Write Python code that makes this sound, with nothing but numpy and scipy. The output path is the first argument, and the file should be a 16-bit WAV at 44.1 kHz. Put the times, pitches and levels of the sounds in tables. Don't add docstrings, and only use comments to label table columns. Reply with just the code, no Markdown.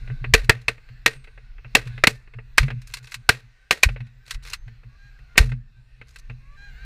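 import sys
import numpy as np
from scipy import signal
from scipy.fft import rfft, irfft, next_fast_len
from scipy.io import wavfile
from scipy.ndimage import uniform_filter1d

SR = 44100
rng = np.random.default_rng(int(sys.argv[2]) if len(sys.argv) > 2 else 0)


def materialize(psi):
    bounded = np.clip(np.atleast_2d(psi).T, -1, 1)
    quanta = np.round(bounded * 32767).astype(np.int16)
    wavfile.write(sys.argv[1], SR, quanta)


def gain_from_db(level_db):
    decades = np.asarray(level_db, float) / 20
    return 10 ** decades


N = 302082

# time_s, level_db, ring_hz, bass_db, treble_db, field echo_db (next to the blast)
GUNSHOTS = [(0.337, 2.5, 2310, -3, -3, -5), (0.494, 3, 1766, -3, -8.5, -11),
            (0.681, -12, 2557, -5, -7.5, -5), (1.06, -1, 1900, -4, -3.5, -7),
            (1.75, -3, 2620, -2, -4.5, -0.5), (2.037, -1.5, 2034, 5, -7, -16),
            (2.07, -1.5, 2393, -1, 2, -10), (2.58, 1.5, 2070, -11, -1, -12),
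            (3.29, 2.5, 1594, -5, -1, -9.5), (3.708, -6, 2490, -3, 0, -1.5),
            (3.832, -0.5, 2330, -16, 1, -14.5), (5.377, 3, 2176, -2, 1, -7)]
# time_s, hiss_db
FIELD_LEVEL = [(0.0, -56.5), (0.42, -63), (0.72, -62.5), (1.6, -64), (1.93, -56), (2.29, -66.5),
               (2.94, -61), (3.64, -66), (3.83, -66), (4.92, -64.5), (5.34, -62), (5.63, -72), (5.8, -67.5),
               (6.4, -65), (6.85, -57.5)]


def shape(points, hz):
    point_hz, point_db = np.transpose(points)
    return gain_from_db(np.interp(np.log(np.maximum(hz, 1)), np.log(point_hz), point_db))


def peak(hz, centre_hz, width_hz, db):
    return gain_from_db(db) ** 2 / (1 + (2 * (hz - centre_hz) / width_hz) ** 2)


def case(x, bass_db=0., treble_db=0., ring=(2000, 200, -40)):
    # pitch_hz, level_db
    wall = [(100, -15), (400, -11.5), (800, -12), (2000, -8), (3100, -21), (5300, -14.5), (9000, -20),
            (13000, -29.5), (15500, -42.5)]
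    # centre_hz, width_hz, level_db
    modes = [(447, 35, 0.5), (1188, 120, -5.5), (1548, 110, 2.5), (2040, 450, 1.5), (2580, 220, 3),
             (3550, 300, -10), (4115, 580, -3.5)]
    size = 4096
    hz = np.arange(size // 2 + 1) * SR / size
    power = shape(wall, hz) ** 2 + sum(peak(hz, *mode) for mode in modes) + peak(hz, *ring)
    tilt = [(600, bass_db), (1000, 0), (2700, 0), (4300, 0.64 * treble_db), (6500, treble_db)]
    gain = np.sqrt(power) * shape(tilt, hz)
    cepstrum = irfft(np.log(gain))
    cepstrum[1:size // 2] *= 2
    cepstrum[size // 2 + 1:] = 0
    response = irfft(np.exp(rfft(cepstrum)))[:size // 2]
    response = response / np.sqrt(np.sum(response ** 2))
    return signal.fftconvolve(x, response)[:len(x)]


def add(out, start_s, x):
    i = int(start_s * SR)
    out[i:i + len(x)] += x[:N - i]


def curve(table, column):
    rows = np.array(table)
    return np.interp(np.arange(N) / SR, rows[:, 0], rows[:, column])


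def walk(rate_hz):
    k = int(SR / rate_hz)
    steps = np.repeat(rng.standard_normal(N // k + 1), k)
    return uniform_filter1d(uniform_filter1d(steps, k), k)[:N]


def unit(x):
    return x / np.sqrt(np.mean(x ** 2))


def shots():
    # t60_s (time to fall 60 dB), level_db
    echo_stages = [(0.051, -0.5), (.22, -20.5)]
    burst_ms = 4.8
    echo_bass_db, echo_treble_db = 11, 4
    out, t = np.zeros(N), np.arange(int(.5 * SR)) / SR
    for time_s, db, ring_hz, bass_db, treble_db, echo_db in GUNSHOTS:
        burst = np.minimum(t / 0.0005, 1) / (1 + (1000 * t / burst_ms) ** 2.6)
        blast = case(burst * rng.standard_normal(len(t)), bass_db, treble_db, ring=(ring_hz, 250, 11))
        patches = np.repeat(rng.standard_normal(len(t) // 350 + 1), 350)[:len(t)]
        patchy = gain_from_db(3 * uniform_filter1d(patches, 100))
        fade = sum(gain_from_db(stage_db - 60 * t / t60_s) for t60_s, stage_db in echo_stages)
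        fade = fade * np.minimum(t / 0.0018, 1)
        echo = case(patchy * fade * rng.standard_normal(len(t)),
                    bass_db + echo_bass_db, treble_db + echo_treble_db, ring=(1870, 60, 8))
        add(out, time_s + .0006, gain_from_db(db) * (blast + gain_from_db(echo_db) * echo))
    return out


def rattle(t, t60_s):
    fade = gain_from_db(-60 * t / t60_s) + gain_from_db(-34 - 60 * t / .14)
    return np.minimum(t / 0.0022, 1) * fade * rng.standard_normal(len(t))


def clacks():
    # time_s, level_db, treble_db
    contacts = [(0.075, -39, -21), (0.1, -36.5, -41), (0.242, -24.5, -26), (0.444, -39, 7), (0.615, -50, 8),
                (0.779, -48, -30), (0.888, -46.5, -12), (1.242, -43, -6), (1.273, -42, -23),
                (1.376, -41.5, -27), (1.581, -44.5, -34), (1.645, -37.5, -36), (1.872, -36, 0),
                (1.978, -33, -17), (2.274, -48, -25), (2.337, -41, -19), (2.386, -39, -41),
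                (2.63, -25.5, -7), (2.681, -30, -17), (2.703, -25.5, -18), (2.817, -43.5, 8),
                (2.872, -41, 20), (2.938, -22, 10), (2.969, -32.5, 5), (3.071, -40, 3), (3.119, -32, 5),
                (3.142, -23, 5), (3.888, -27, -16), (3.961, -33.5, -29), (4.004, -38.5, -15),
                (4.067, -50, -4), (4.308, -20.5, 7), (4.344, -34.5, 2), (4.451, -40.5, -4), (4.474, -36, 5),
                (4.533, -19.5, 5), (4.679, -44, -12), (4.832, -49.5, -28), (5.189, -49.5, -10),
                (5.356, -32.5, -23), (5.428, -32.5, -18), (5.492, -42, -14), (5.518, -31.5, -15),
                (6.013, -37.5, -19), (6.159, -36, 0), (6.298, -36, -20)]
    # treble_db, bass_db
    bass_for_treble = [(-25, 7), (-8, 2), (8, -28)]
    own_shots = (7, 10, 11)
    hammer_lead_s, hammer_db, hammer_treble_db = .004, -26, 10
    out, t = np.zeros(N), np.arange(int(.2 * SR)) / SR
    hammers = [(GUNSHOTS[k][0] - hammer_lead_s, hammer_db, hammer_treble_db) for k in own_shots]
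    for time_s, db, treble_db in hammers + list(contacts):
        bass_db = np.interp(treble_db, *np.transpose(bass_for_treble))
        t60_s = .052 - .0004 * treble_db
        add(out, time_s - .0007, gain_from_db(db) * case(rattle(t, t60_s), bass_db, treble_db))
    return out


def actions():
    # start_s, end_s, level_db of the softest possible first tick
    slides = [(2.868, 2.988, -54.5), (3.023, 3.148, -54), (4.252, 4.348, -52), (4.42, 4.529, -49),
              (6.058, 6.2, -62.5)]
    # start_s, length_s, pitch_hz, level_db
    steel_rings = [(1.078, .11, 9030, -57.5), (1.13, 0.12, 8380, -62.5), (2.88, 0.028, 11900, -66),
                   (3.142, 0.062, 6260, -74.5), (4.537, 0.15, 6300, -66)]
    ticks = 26
    out, t = np.zeros(N), np.arange(int(.1 * SR)) / SR
    for start_s, end_s, db in slides:
        for k, (place, size, colour) in enumerate(rng.random((ticks, 3))):
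            tick = case(rattle(t, 0.028), -2.5, 14 * colour, ring=(2000 * 4 ** colour, 500, -6))
            tick_s = start_s + (k + place) * (end_s - start_s) / ticks
            add(out, tick_s, gain_from_db(db + 7 * k / ticks + 13 * size ** 3) * tick)
    for start_s, length_s, pitch_hz, db in steel_rings:
        t = np.arange(int(length_s * SR)) / SR
        fade = gain_from_db(db - 90 * t) * signal.windows.tukey(len(t), .2)
        wavering_hz = pitch_hz + 25 * walk(60)[:len(t)]
        add(out, start_s, fade * np.sin(2 * np.pi * np.cumsum(wavering_hz) / SR))
    return out


def jolts():
    # time_s, level_db, push_ms (centre of the hump to 1/e), direction (+1 or -1)
    pushes = [(0.342, -5, 2.3, 1), (0.497, -2, 1.4, -1), (1.752, -20, 1.3, 1), (2.077, -12, 0.87, -1),
              (2.611, -8.5, 3.55, 1), (3.296, -11.5, 1.5, -1), (3.867, -7, 2.97, 1), (4.359, -22, 5.2, 1),
              (5.408, -2, 3.17, 1)]
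    sway_hz, sway_db, sway_t60_s = 42, -15, .42
    out, t = np.zeros(N), np.arange(N) / SR
    for time_s, db, push_ms, direction in pushes:
        u = 1000 * (t - time_s) / push_ms
        hump = np.exp(-u ** 2)
        hump -= .55 * np.exp(-((u - 2.7) / 1.6) ** 2)
        hump -= .3 * np.exp(-((u + 2.6) / 1.4) ** 2)
        after = (t - time_s - .02).clip(0)
        sway = gain_from_db(sway_db - 60 * after / sway_t60_s) * np.sin(2 * np.pi * sway_hz * after)
        out += np.sign(direction) * gain_from_db(db) * (hump + (push_ms > 2) * sway)
    return out


def noise_band(low_hz, high_hz, order):
    sos = signal.butter(order, [low_hz, high_hz], "bandpass", fs=SR, output="sos")
    return unit(signal.sosfilt(sos, rng.standard_normal(N)))


def mount():
    # time_s, strength_db
    strong_knocks = [(0.009, -28), (0.093, -17.5), (0.209, -21.5), (0.259, -21), (0.428, -27),
                     (0.518, -23.5), (0.676, -31.5), (0.896, -31), (1.04, -32.5), (1.149, -34.5),
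                     (1.64, -32), (1.748, -23), (1.852, -23.5), (1.93, -26), (2.075, -25), (2.347, -27),
                     (2.618, -12), (2.708, -14), (2.995, -37), (3.153, -33), (3.309, -24.5), (3.889, -20.5),
                     (3.997, -20), (4.352, -35), (4.66, -29.5), (4.842, -34.5), (5.423, -7), (5.499, -14.5),
                     (6.292, -25)]
    # pitch_hz, level_db, t60_s (time to fall 60 dB)
    hums = [(122.8, 1, 0.24), (229.4, -24, .3)]
    # time_s, level_db
    rumble = [(0.0, -35), (0.36, -30), (0.57, -45), (1.72, -43), (1.87, -37), (2.19, -47), (2.63, -44),
              (3.26, -50), (3.39, -55), (3.72, -55), (3.91, -42), (4.08, -52), (4.33, -52), (4.5, -40),
              (5.06, -48), (5.44, -42), (5.87, -50), (6.85, -38)]
    nudges, nudge_db, nudge_spread_db = 30, -48, 9
    shiver_db = -18
    push = np.zeros(N)
    faint_knocks = [(place * N / SR, nudge_db + nudge_spread_db * size)
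                    for place, size in rng.random((nudges, 2))]
    for time_s, db in list(strong_knocks) + faint_knocks:
        u = np.linspace(0, 1, int(0.06 * rng.uniform(.76, 1.3) * SR))
        swell = np.sin(np.pi * np.sqrt(u)) ** 2
        add(push, time_s, gain_from_db(db) * swell * rng.standard_normal(len(u)) / np.sqrt(len(u)))
    t = np.arange(SR) / SR
    hum = 0
    for hz, db, t60_s in hums:
        drive = np.sqrt(signal.fftconvolve(push ** 2, gain_from_db(-120 * t / t60_s))[:N].clip(0))
        tone = np.sin(2 * np.pi * np.cumsum(hz * (1 + .03 * walk(25))) / SR)
        ringing = gain_from_db(3 * walk(40)) * tone + .3 * noise_band(.8 * hz, 1.15 * hz, order=4)
        hum = hum + gain_from_db(db) * uniform_filter1d(drive, 400) * ringing
    shaking = noise_band(18, 44, order=2) + gain_from_db(shiver_db) * noise_band(108, 136, order=3)
    return hum + gain_from_db(curve(rumble, 1)) * shaking


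def honk(length_s, first_hz, top_hz, db, scale, hoarse):
    # pitch_hz, level_db
    throat = [(500, -9), (800, -22), (1150, 3), (1620, 0), (1760, -7), (2400, -12), (3200, -23),
              (4050, -11), (4900, -30), (6500, -27), (8000, -37)]
    sag = .07
    swell_db, fade_db = -7, -13
    t = np.arange(0, length_s, 1 / SR)
    low = top_hz < 650
    at = length_s * np.array([0, .95 if low else .5, .97 if low else .8, 1])
    pitch_hz = [first_hz, top_hz, top_hz * (1 - sag / 5), top_hz * (1 - sag * (not low))]
    level_db = db + np.array([swell_db * (1 + low), 0, fade_db / 3, fade_db * (not low)])
    hz, db = (uniform_filter1d(np.interp(t, at, line), 1200) for line in (pitch_hz, level_db))
    wobble = uniform_filter1d(rng.standard_normal((2, SR // 3)), 300, axis=1)[:, :len(t)]
    phase = 2 * np.pi * np.cumsum(hz * (1 + hoarse * wobble[0])) / SR
    k = np.arange(1, 11)[:, None]
    voice = np.sum(shape(throat, k * hz / scale) * np.sin(k * phase + k ** 2), axis=0)
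    return gain_from_db(db + 25 * wobble[1]) * signal.windows.tukey(len(t), .25) * voice


def geese():
    # start_s, length_s, first_hz, top_hz, level_db, scale (of the throat resonances)
    near_calls = [(3.57, .11, 775, 772, -62, 1), (4.19, .09, 750, 790, -61, 1),
                  (4.82, .16, 505, 590, -66, 1), (4.975, .155, 788, 815, -52, 1),
                  (5.28, .12, 690, 712, -59, 1), (5.74, .08, 765, 785, -63, 1),
                  (6.39, .185, 525, 592, -57, 1), (6.56, .17, 790, 815, -44, 1),
                  (6.66, .2, 705, 710, -63, 1.85), (6.76, .2, 745, 812, -46, 1)]
    flock_db = -5
    near, far = np.zeros(N), np.zeros(N)
    for start_s, *call in near_calls:
        hoarse = .03 * call[-1] ** 4
        add(near, start_s, honk(*call, hoarse=hoarse))
    for place, note, glide, size in rng.random((80, 4)):
        hz = 690 * 1.35 ** note
        call = honk(.12, hz, hz * (1 + .07 * glide), 10 * size, 1 + .3 * note, hoarse=.4)
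        add(far, place * N / SR, call)
    t = np.arange(SR // 5) / SR
    blur = rng.standard_normal(len(t)) * gain_from_db(-60 * t / 0.28)
    far = signal.fftconvolve(far, blur)[:N]
    return near + gain_from_db(curve(FIELD_LEVEL, 1) + flock_db) * unit(far)


def field():
    # pitch_hz, level_db
    tilt = [(150, -8), (300, -5.5), (700, -1), (2000, -3.5), (5000, -4.5), (13600, -8), (14300, 9.5),
            (14900, -5)]
    size = next_fast_len(N)
    hiss = rfft(case(rng.standard_normal(size)))
    hz = np.arange(len(hiss)) * SR / size
    hiss *= shape(tilt, hz) * (hz > 150)
    total = np.zeros(N)
    for low_hz in 150 * 2 ** np.arange(0, 7, .25):
        inside = (hz >= low_hz) & (hz < 2 ** .25 * low_hz)
        total += irfft(hiss * inside, size)[:N] * gain_from_db(3 * walk(9))
    return gain_from_db(curve(FIELD_LEVEL, 1)) * unit(total)


def scene():
    return (shots() + clacks() + actions() + jolts() + mount() + geese() + field())[None]


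def band_limit(x):
    return signal.sosfilt(signal.butter(12, 16230, fs=SR, output="sos"), x)


def record(dry):
    clipped = dry / (1 + np.abs(dry / .95) ** 13.0) ** (1 / 7.8)
    top_cut = signal.ellip(8, .2, 60, 15300, fs=SR, output="sos")
    mix = signal.sosfilt(top_cut, clipped)
    return band_limit(mix)


dry = scene()
out = record(dry)
materialize(out)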